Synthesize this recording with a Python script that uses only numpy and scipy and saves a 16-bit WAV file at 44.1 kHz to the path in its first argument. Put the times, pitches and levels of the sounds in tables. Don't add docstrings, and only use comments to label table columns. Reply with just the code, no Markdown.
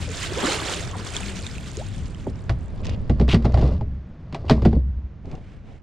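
import sys
import numpy as np
from scipy import signal
from scipy.fft import rfft, irfft, next_fast_len
from scipy.io import wavfile
from scipy.ndimage import uniform_filter1d, minimum_filter1d, map_coordinates

SR = 44100
rng = np.random.default_rng(int(sys.argv[2]) if len(sys.argv) > 2 else 0)


def store_pcm(level_fs):
    pcm = np.round(np.clip(level_fs, -1, 1) * 32767).astype(np.int16)
    wavfile.write(sys.argv[1], SR, np.atleast_2d(pcm).T)


N = 256882
TIME_S = np.arange(N) / SR

# t/s, level/dB, left-right/dB
BREEZE = [(0, -33.5, 0), (.6, -33, -5.5), (1.2, -33.5, 8.5), (2.4, -33, -4), (4.2, -39, -6),
          (5.7, -41.5, -1.5)]
# f/Hz, level/dB
BUFFET_SPECTRUM = [(15, -24.5), (35, -3), (90, -1), (140, -7), (220, -12.5), (400, -34), (5000, -115)]
# f/Hz, level/dB
WASH_SPECTRUM = [(100, -3.5), (250, 4.5), (1000, -9.5), (1800, -14), (6500, -35), (11000, -70.5)]
# t/s, level/dB
FOOTFALLS = [(4.899, -22), (4.966, -25), (5.04, -26.5)]
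# t/s, length/s, swish/dB, thud/dB
ROPE_STROKES = [(5.205, 0.24, -56.5, -30), (5.34, 0.32, -58.5, -47), (5.592, 0.25, -59, -41)]
# t/s, level/dB, nominal bubble f/Hz
DROPS = [(1.166, -14, 3430), (1.232, -26.5, 2640), (1.466, -19.5, 3730), (1.582, -27.5, 2670),
         (1.77, -22, 7000), (2.1466, -33.5, 3150)]
# t/s, level/dB, start f/Hz, end f/Hz, length/s
AIR_POCKETS = [(0.078, -35.5, 524, 393, 0.052), (0.319, -23, 332, 410, 0.011), (.372, -26, 453, 555, 0.024),
               (0.433, -23, 225, 400, 0.045), (0.928, -36.5, 1170, 644, 0.0424),
               (1.213, -34, 200.3, 182, 0.27), (1.773, -30.5, 397, 1030, 0.059)]
# crest t/s, spray/dB, churn/dB, swell/s, ebb/s
WATER_SURGES = [(.01, -36, -37, 0.026, 0.14), (0.176, -32.5, -42, 0.11, 0.63),
                (0.462, -27.5, -25.5, 0.23, 0.53), (0.712, -31.5, -33, 0.19, 0.16),
                (.96, -62, -37.5, 0.025, 0.44), (1.19, -37.5, -40.5, 0.9, 1), (1.75, -45, -70, 0.42, 0.3)]
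# f/Hz, level/dB
SPRAY_SPECTRUM = [(590, -13), (1000, -11.5), (1380, -5), (1970, -3.5), (3490, -2.5), (6120, -9.5),
                  (6950, -7), (9360, -12.5), (10400, -22.5), (15500, -35)]
# f/Hz, level/dB
CHURN_SPECTRUM = [(110, -11.5), (220, -3.5), (380, -1.5), (800, -6), (1500, -8), (2400, -18), (9000, -100)]
# t/s, level/dB
WIRE_TICKS = [(2.8473, -34), (2.854, -28.5), (2.868, -28), (2.8947, -27.5), (3.521, -38), (5.256, -49),
              (5.3145, -41.5), (5.352, -43)]
# t/s, length/s, rasp/dB, ring/dB
EDGE_SKIDS = [(2.826, 0.137, -46.5, -59.5), (3.284, 0.057, -25.5, -42), (3.329, 0.031, -38.5, -35.5),
              (4.481, .02, -41, -49)]
# f/Hz, level/dB
RASP_SPECTRUM = [(400, -41), (800, -3), (1700, -9.5), (2400, 0.5), (3250, 0.5), (4700, -11), (9500, -30),
                 (15500, -58)]
# t/s, effort/dB
DRAG_EFFORT = [(2.5, -46), (2.66, -49.5), (2.89, -34), (2.99, -44), (3.5, -36), (3.61, -25.5),
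               (3.67, -26.5), (3.75, -34), (3.9, -65.5), (4.37, -46), (4.53, -32), (4.76, -41),
               (4.85, -63.5)]
# f/Hz, level/dB
RUMBLE_SPECTRUM = [(30, -3.5), (48, -15.5), (65, -0.5), (135, -8.5), (200, -13), (3000, -115)]
# f/Hz, level/dB
GROOVE_SPECTRUM = [(170, 3), (620, -1), (790, -9.5), (1150, -12.5), (1500, -27), (9000, -82)]
# f/Hz, level/dB
SCRAPE_SPECTRUM = [(400, -19), (720, -4.5), (1150, -10), (1650, -9), (2400, -8.5), (3400, -9), (4700, -9.5),
                   (6200, -19.5), (15000, -44.5)]
# t/s, clank/dB, boom/dB, knock/dB, knock tilt/(dB/octave)
BLOWS = [(2.268, -50, -40, -24, 2), (2.496, -13.5, -18.5, -28, 7), (3.098, -18, -14.5, -15.5, 0),
         (3.199, -19.5, -17, -15, -2.5), (3.213, -24, -23.5, -18, 1), (3.281, -21, -22, -22.5, 1),
         (3.334, -19.5, -15, -11.5, -2), (3.345, -8.5, -19.5, -14, -5), (3.447, -23, -16, -16, -2.5),
         (3.453, -16, -15, -23.5, 10.5), (3.543, -18, -15, -26.5, 20.5), (3.575, -22, -25, -23, 8),
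         (3.593, -27, -29, -22, -0.5), (3.622, -28, -18, -17.5, 1), (3.811, -32.5, -20.5, -32, 10),
         (4.327, -25.5, -53, -31, 1), (4.347, -17.5, -46, -28.5, 17), (4.498, -4, -20, -14, 12),
         (4.51, -9.5, -27.5, -7, -4.5), (4.622, -24, -20, -22.5, -0.5), (4.652, -14.5, -20.5, -23.5, 8),
         (4.655, -20.5, -20, -8, -0.5), (4.73, -29.5, -19.5, -19, 1), (4.765, -46, -20.5, -21, -2)]
# f/Hz, level/dB
CLICK_SPECTRUM = [(400, -55.5), (800, 7.5), (2100, 4.5), (2800, -2), (4700, -2), (6000, -13), (8500, -21.5),
                  (11000, -30), (15500, -67)]
# f/Hz, level/dB
CLATTER_SPECTRUM = [(100, -29), (200, 1), (330, -6), (450, -8.5), (590, -9.5), (1100, -30), (1600, -57),
                    (12000, -110)]
# f/Hz, level/dB, t60/s
DECK_MODES = [(64.4, -0.5, 0.74), (73, -7.5, 0.25), (94.5, 5.5, 0.095), (127.8, 0.5, 0.26)]
# f/Hz, level/dB, t60/s
PLANK_MODES = [(146, 5.5, 0.14), (179.8, 6.5, 0.12), (219.8, 0.5, 0.29), (264.3, 2, 0.14), (319.3, 0, 0.17),
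               (389, -1, 0.14), (437.3, -5, 0.14), (588.5, -7, 0.13), (664.6, -7.5, 0.12), (810, -3, 0.031)]
# f/Hz, level/dB, t60/s
STEEL_MODES = [(773, 11.5, 0.089), (1001, 9.5, 0.06), (1156, 11.5, 0.1), (1396, 4.5, 0.047),
               (2000, 9.5, 0.074), (2385, 4, 0.069), (2900, 6, 0.081), (3330, 5.5, .07), (4680, -3, 0.051)]
# f/Hz, correlation
COHERENCE = [(30, 0.43), (200, 0.95), (700, 0.57), (2500, 0.81), (5000, 0.86), (10000, 0.3)]
# f/Hz, left-right/dB
MIC_BALANCE = [(100, 0.5), (500, -2.5), (2000, -2.5), (4500, -1), (7200, -9.5), (11000, 1.5)]
# f/Hz, side gain/dB
NARROW_WIDTH = [(100, -69), (4000, -16), (13000, -5)]

BOARD_DETUNE, STEEL_DETUNE = 0.033, 0.018


def amp(db):
    return 10 ** (np.asarray(db) / 20)


def unit(x):
    return x / np.sqrt(np.mean(x ** 2) + 1e-20)


def panned(x, db):
    return x * amp(np.array([[.5], [-.5]]) * db)


def along(points, hz):
    f, value = np.transpose(points)
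    return np.interp(np.log(hz + 1), np.log(f + 1), value)


def levels(rows):
    t_s, *columns = np.transpose(rows)
    outside_s = np.maximum(t_s[0] - TIME_S, 0) + np.maximum(TIME_S - t_s[-1], 0)
    return np.array([amp(np.interp(TIME_S, t_s, db) - 60 * outside_s) for db in columns])


def wobble(rate_hz):
    return map_coordinates(rng.standard_normal(int(N * rate_hz / SR) + 4), [TIME_S * rate_hz])


def add(track, t_s, sound):
    part = track[..., max(round(t_s * SR), 0):][..., :sound.shape[-1]]
    part += sound[..., :part.shape[-1]]


def filtered(x, response):
    n = x.shape[-1]
    size = next_fast_len(n + 8192)
    return irfft(rfft(x, size) * response(np.fft.rfftfreq(size, 1 / SR)), size)[..., :n]


def coloured(x, spectrum, size=4096):
    cepstrum = irfft(np.log(amp(along(spectrum, np.fft.rfftfreq(size, 1 / SR)))))
    cepstrum[1:size // 2] *= 2
    cepstrum[size // 2 + 1:] = 0
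    impulse = irfft(np.exp(rfft(cepstrum)))
    return signal.fftconvolve(x, impulse[None], axes=1)[:, :x.shape[1]]


def stereo(pair, spectrum):
    def mid_side_gains(hz):
        angle = np.arccos(np.clip(along(COHERENCE, hz), -1, 1)) / 2
        return np.array([np.cos(angle), np.sin(angle)])
    mid, side = coloured(filtered(pair, mid_side_gains), spectrum)
    return unit(np.array([mid + side, mid - side]))


def noise(size=N):
    return rng.standard_normal((2, size))


def grit(rate_hz, spread_db):
    return noise() * amp(spread_db * wobble(rate_hz))


def modes(table, t, tilt_db_oct=0, detune=BOARD_DETUNE):
    hz, db, t60_s = np.transpose(table)[:, :, None]
    gain, shift, lean = rng.standard_normal((3, len(table), 1))
    sign = (-1) ** np.arange(len(table))[:, None]
    envelope = amp(db + tilt_db_oct * np.log2(hz / hz[0]) + 2 * gain - 60 * t / t60_s)
    ring = sign * envelope * np.sin(2 * np.pi * hz * (1 + detune * shift) * t)
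    pair = panned(1, 0.83 * lean.T) @ ring
    return pair / np.sqrt(np.mean(pair[:, :SR // 40] ** 2))


def wind():
    breeze, lean = levels(BREEZE)
    gust_db = 0.78 * wobble(4.3) + 2.0 * np.array([wobble(7.9), wobble(8.7)])
    gusts = amp(gust_db) * stereo(noise(), BUFFET_SPECTRUM) * np.sqrt([lean, 1 / lean])
    wash = amp(-13.0) * stereo(noise(), WASH_SPECTRUM)
    return breeze * (gusts + wash)


def steps(board_hz=65, decay_s=0.017):
    out, t = np.zeros(N), np.arange(SR // 5) / SR
    envelope = np.exp(1 - t / decay_s) * (1 - np.exp(-t * board_hz * np.pi))
    for t_s, db in FOOTFALLS:
        add(out, t_s, amp(db) * envelope * np.sin(2 * np.pi * board_hz * t))
    return out


def rope():
    swish, thud = np.zeros((2, N))
    for t_s, length_s, swish_db, thud_db in ROPE_STROKES:
        stroke = signal.windows.hann(int(length_s * SR))
        add(swish, t_s, amp(swish_db) * stroke)
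        add(thud, t_s, amp(thud_db) * stroke)
    fibres = stereo(grit(rate_hz=150, spread_db=1.5),
                    [(400, 8.0), (1000, 5.5), (2200, 10.0), (8000, -11.0), (14000, -33)])
    patter = stereo(grit(rate_hz=91, spread_db=3.0),
                    [(40, 9.0), (90, 3.0), (400, -9), (800, -14.0), (1500, -39), (9000, -100)])
    return swish * fibres + thud * patter


def drips():
    out, t = np.zeros((2, N)), np.arange(SR // 20) / SR
    for t_s, db, hz in DROPS:
        age = t * hz / 22
        chirp = 0.955 + 0.055 * np.minimum(age, 2)
        ping = np.sin(2 * np.pi * hz * t * chirp) * np.exp(-3.5 * age) * (1 - np.exp(-t * hz))
        tick = 0.75 * noise(len(t)) * np.exp(-t / 0.0014)
        add(out, t_s, amp(db - 8.5) * (ping + tick))
    return coloured(out, [(7500, 8.0), (9500, -3.0), (15000, -34.5)])


def gulps():
    out = np.zeros(N)
    for t_s, db, start_hz, end_hz, length_s in AIR_POCKETS:
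        progress = np.linspace(0, 1, int(length_s * SR))
        glide_hz = start_hz * (end_hz / start_hz) ** (progress ** 1.36)
        hz = glide_hz * (1 + 0.066 * wobble(350)[:len(progress)])
        envelope = amp(db) * np.sin(np.pi * progress ** 0.58)
        add(out, t_s, envelope * np.sin(2 * np.pi * np.cumsum(hz) / SR))
    return out * amp(3.1 * wobble(180))


def bubbles(count, centre_hz, octaves, q, spread_db, rise, size):
    start, pitch, strength, place = rng.random((4, count, 1))
    hz = centre_hz * 2 ** (octaves * (2 * pitch - 1))
    k = np.arange(size)
    cycles = hz * k / SR
    age = cycles / q
    envelope = np.exp(-np.pi * age) * (1 - np.exp(-cycles)) * (1 - k / size)
    gain = amp(spread_db * np.minimum(-np.log(1 - strength), np.pi)) * np.sqrt(hz / centre_hz)
    ring = gain * envelope * np.sin(2 * np.pi * cycles * (1 + rise * age / 2))
    index = ((start * N).astype(int) + k).ravel()
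    side_gain = np.sqrt(3) * (2 * place - 1)
    return unit(np.array([np.bincount(index, (ring * g).ravel(), N + size)[:N] for g in (1, side_gain)]))


def surge(crest_s, swell_s, ebb_s, range_db=21):
    return amp(-range_db * np.maximum((crest_s - TIME_S) / swell_s, (TIME_S - crest_s) / ebb_s))


def splash(churn_lead_s=0.025):
    sprays, churns = [], []
    for crest_s, spray_db, churn_db, swell_s, ebb_s in WATER_SURGES:
        sprays.append(amp(spray_db) * surge(crest_s, swell_s, ebb_s))
        churns.append(amp(churn_db) * surge(crest_s - churn_lead_s, swell_s, ebb_s))
    spray, churn = np.linalg.norm([sprays, churns], axis=1)
    big = bubbles(3000, centre_hz=808, octaves=1.53, q=11.4, spread_db=3.0, rise=0.11, size=1400)
    small = bubbles(9500, centre_hz=3297, octaves=1.746, q=18.3, spread_db=3.0, rise=0.08, size=500)
    plinks = bubbles(520, centre_hz=4210, octaves=1.2, q=23, spread_db=3.5, rise=0.14, size=700)
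    splats = bubbles(300, centre_hz=8300, octaves=0.88, q=7.1, spread_db=-1.0, rise=0, size=60)
    rush = spray * amp(2.8 * wobble(34.44)) * stereo(small + 1.47 * noise(), SPRAY_SPECTRUM)
    droplets = amp(-21) * spray ** 0.69 * stereo(plinks + 2.13 * splats, SPRAY_SPECTRUM)
    body = churn * stereo(big + 2.26 * noise(), CHURN_SPECTRUM)
    return body + rush + droplets


def ticks(t60_s=0.022):
    out, t = np.zeros((2, N)), np.arange(SR // 20) / SR
    for t_s, db in WIRE_TICKS:
        scuff = stereo(noise(len(t)), [(800, 2.5), (2500, 8), (6000, 4), (9500, -15), (14000, -43.5)])
        add(out, t_s, amp(db - 3.5) * scuff * amp(-60 * t / t60_s))
    return out


def singing(friction, tilt_db_oct, sustain=2.1):
    edge_modes = [(hz, db, t60_s * sustain) for hz, db, t60_s in STEEL_MODES]
    impulse = modes(edge_modes, np.arange(SR // 5) / SR, tilt_db_oct, STEEL_DETUNE)
    return unit(signal.fftconvolve(friction[:1], impulse, axes=1)[:, :N])


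def skids():
    rasp, ring = np.zeros((2, N))
    for t_s, length_s, rasp_db, ring_db in EDGE_SKIDS:
        stroke = signal.windows.tukey(int(length_s * SR), .25)
        add(rasp, t_s, amp(rasp_db - 2.0) * stroke)
        add(ring, t_s, amp(ring_db) * stroke)
    friction = grit(rate_hz=350, spread_db=2.0)
    return rasp * stereo(friction, RASP_SPECTRUM) + ring * singing(friction, tilt_db_oct=16)


def drag(hard_pull_db=-25, rumble_db=-18, scrape_db=-44.5, sing_db=-4, deck_t60_s=0.77):
    pull, = levels(DRAG_EFFORT)
    effort = pull / amp(hard_pull_db)
    retained = amp(-60 / (deck_t60_s * SR)) ** 2
    deck_energy = signal.lfilter([1 - retained], [1, -retained], effort ** 1.38)
    rumble = amp(rumble_db) * np.sqrt(deck_energy) * stereo(noise(), RUMBLE_SPECTRUM)
    judder = amp(-1.0) * pull * stereo(grit(rate_hz=190, spread_db=3.5), GROOVE_SPECTRUM)
    friction = stereo(grit(rate_hz=260, spread_db=4.0), SCRAPE_SPECTRUM)
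    ring = amp(sing_db) * singing(friction, tilt_db_oct=1.5)
    scrape = amp(scrape_db) * effort ** 1.06 * (friction + ring)
    return rumble + judder + scrape


def knocks(contact_s=0.003, clatter_t60_s=0.088, crack_t60_s=0.017, mesh_t60_s=0.1):
    out, t = np.zeros((2, N)), np.arange(SR // 2) / SR
    buzz = stereo(grit(rate_hz=450, spread_db=0), CLICK_SPECTRUM)
    attack = np.minimum(t / contact_s, 1) ** 2
    for t_s, clank_db, boom_db, knock_db, tilt_db_oct in BLOWS:
        boom = modes(DECK_MODES, t)
        plank = modes(PLANK_MODES, t, tilt_db_oct)
        tilted = [(hz, db + tilt_db_oct * np.log2(min(hz, 1000))) for hz, db in CLATTER_SPECTRUM]
        clatter = stereo(noise(len(t)), tilted) * amp(-60 * t / clatter_t60_s)
        mesh = buzz[:, round(t_s * SR):][:, :len(t)] * amp(-60 * t / mesh_t60_s)
        crack = stereo(noise(len(t)), CLICK_SPECTRUM) * amp(-60 * t / crack_t60_s)
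        ring = modes(STEEL_MODES, t, detune=STEEL_DETUNE)
        clank = attack * (1.6 * crack + 0.28 * mesh + 0.12 * ring)
        add(out, t_s, amp(boom_db + 0.5) * boom + amp(knock_db - 4) * (plank + 1.22 * clatter))
        add(out, t_s - contact_s, amp(clank_db - 7.0) * clank)
    return out


def narrowed(x, close_at_s=3.2, closing_s=0.015, open_at_s=4.71, opening_s=1):
    mid, side = (x[0] + x[1]) / 2, (x[0] - x[1]) / 2
    closing = (TIME_S - close_at_s) / closing_s
    opening = (TIME_S - open_at_s) / opening_s
    closed = np.clip(np.minimum(closing, 1 - opening), 0, 1)
    treble_side = filtered(side, lambda hz: amp(along(NARROW_WIDTH, hz)))
    side = (1 - closed) * side + closed * treble_side
    return np.array([mid + side, mid - side])


def scene():
    water = splash() + gulps() + drips()
    trap = knocks() + ticks() + drag() + skids()
    return water + trap + steps() + rope() + wind()


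def record(dry, top_hz=15700):
    heard = narrowed(filtered(dry, lambda hz: panned(1, along(MIC_BALANCE, hz))))
    needed_gain = 1 / np.maximum(np.abs(heard).max(axis=0), 1)
    limiter_gain = uniform_filter1d(minimum_filter1d(needed_gain, size=256), size=256)
    return filtered(heard * limiter_gain, lambda hz: hz < top_hz)


dry = scene()
out = record(dry)
store_pcm(out)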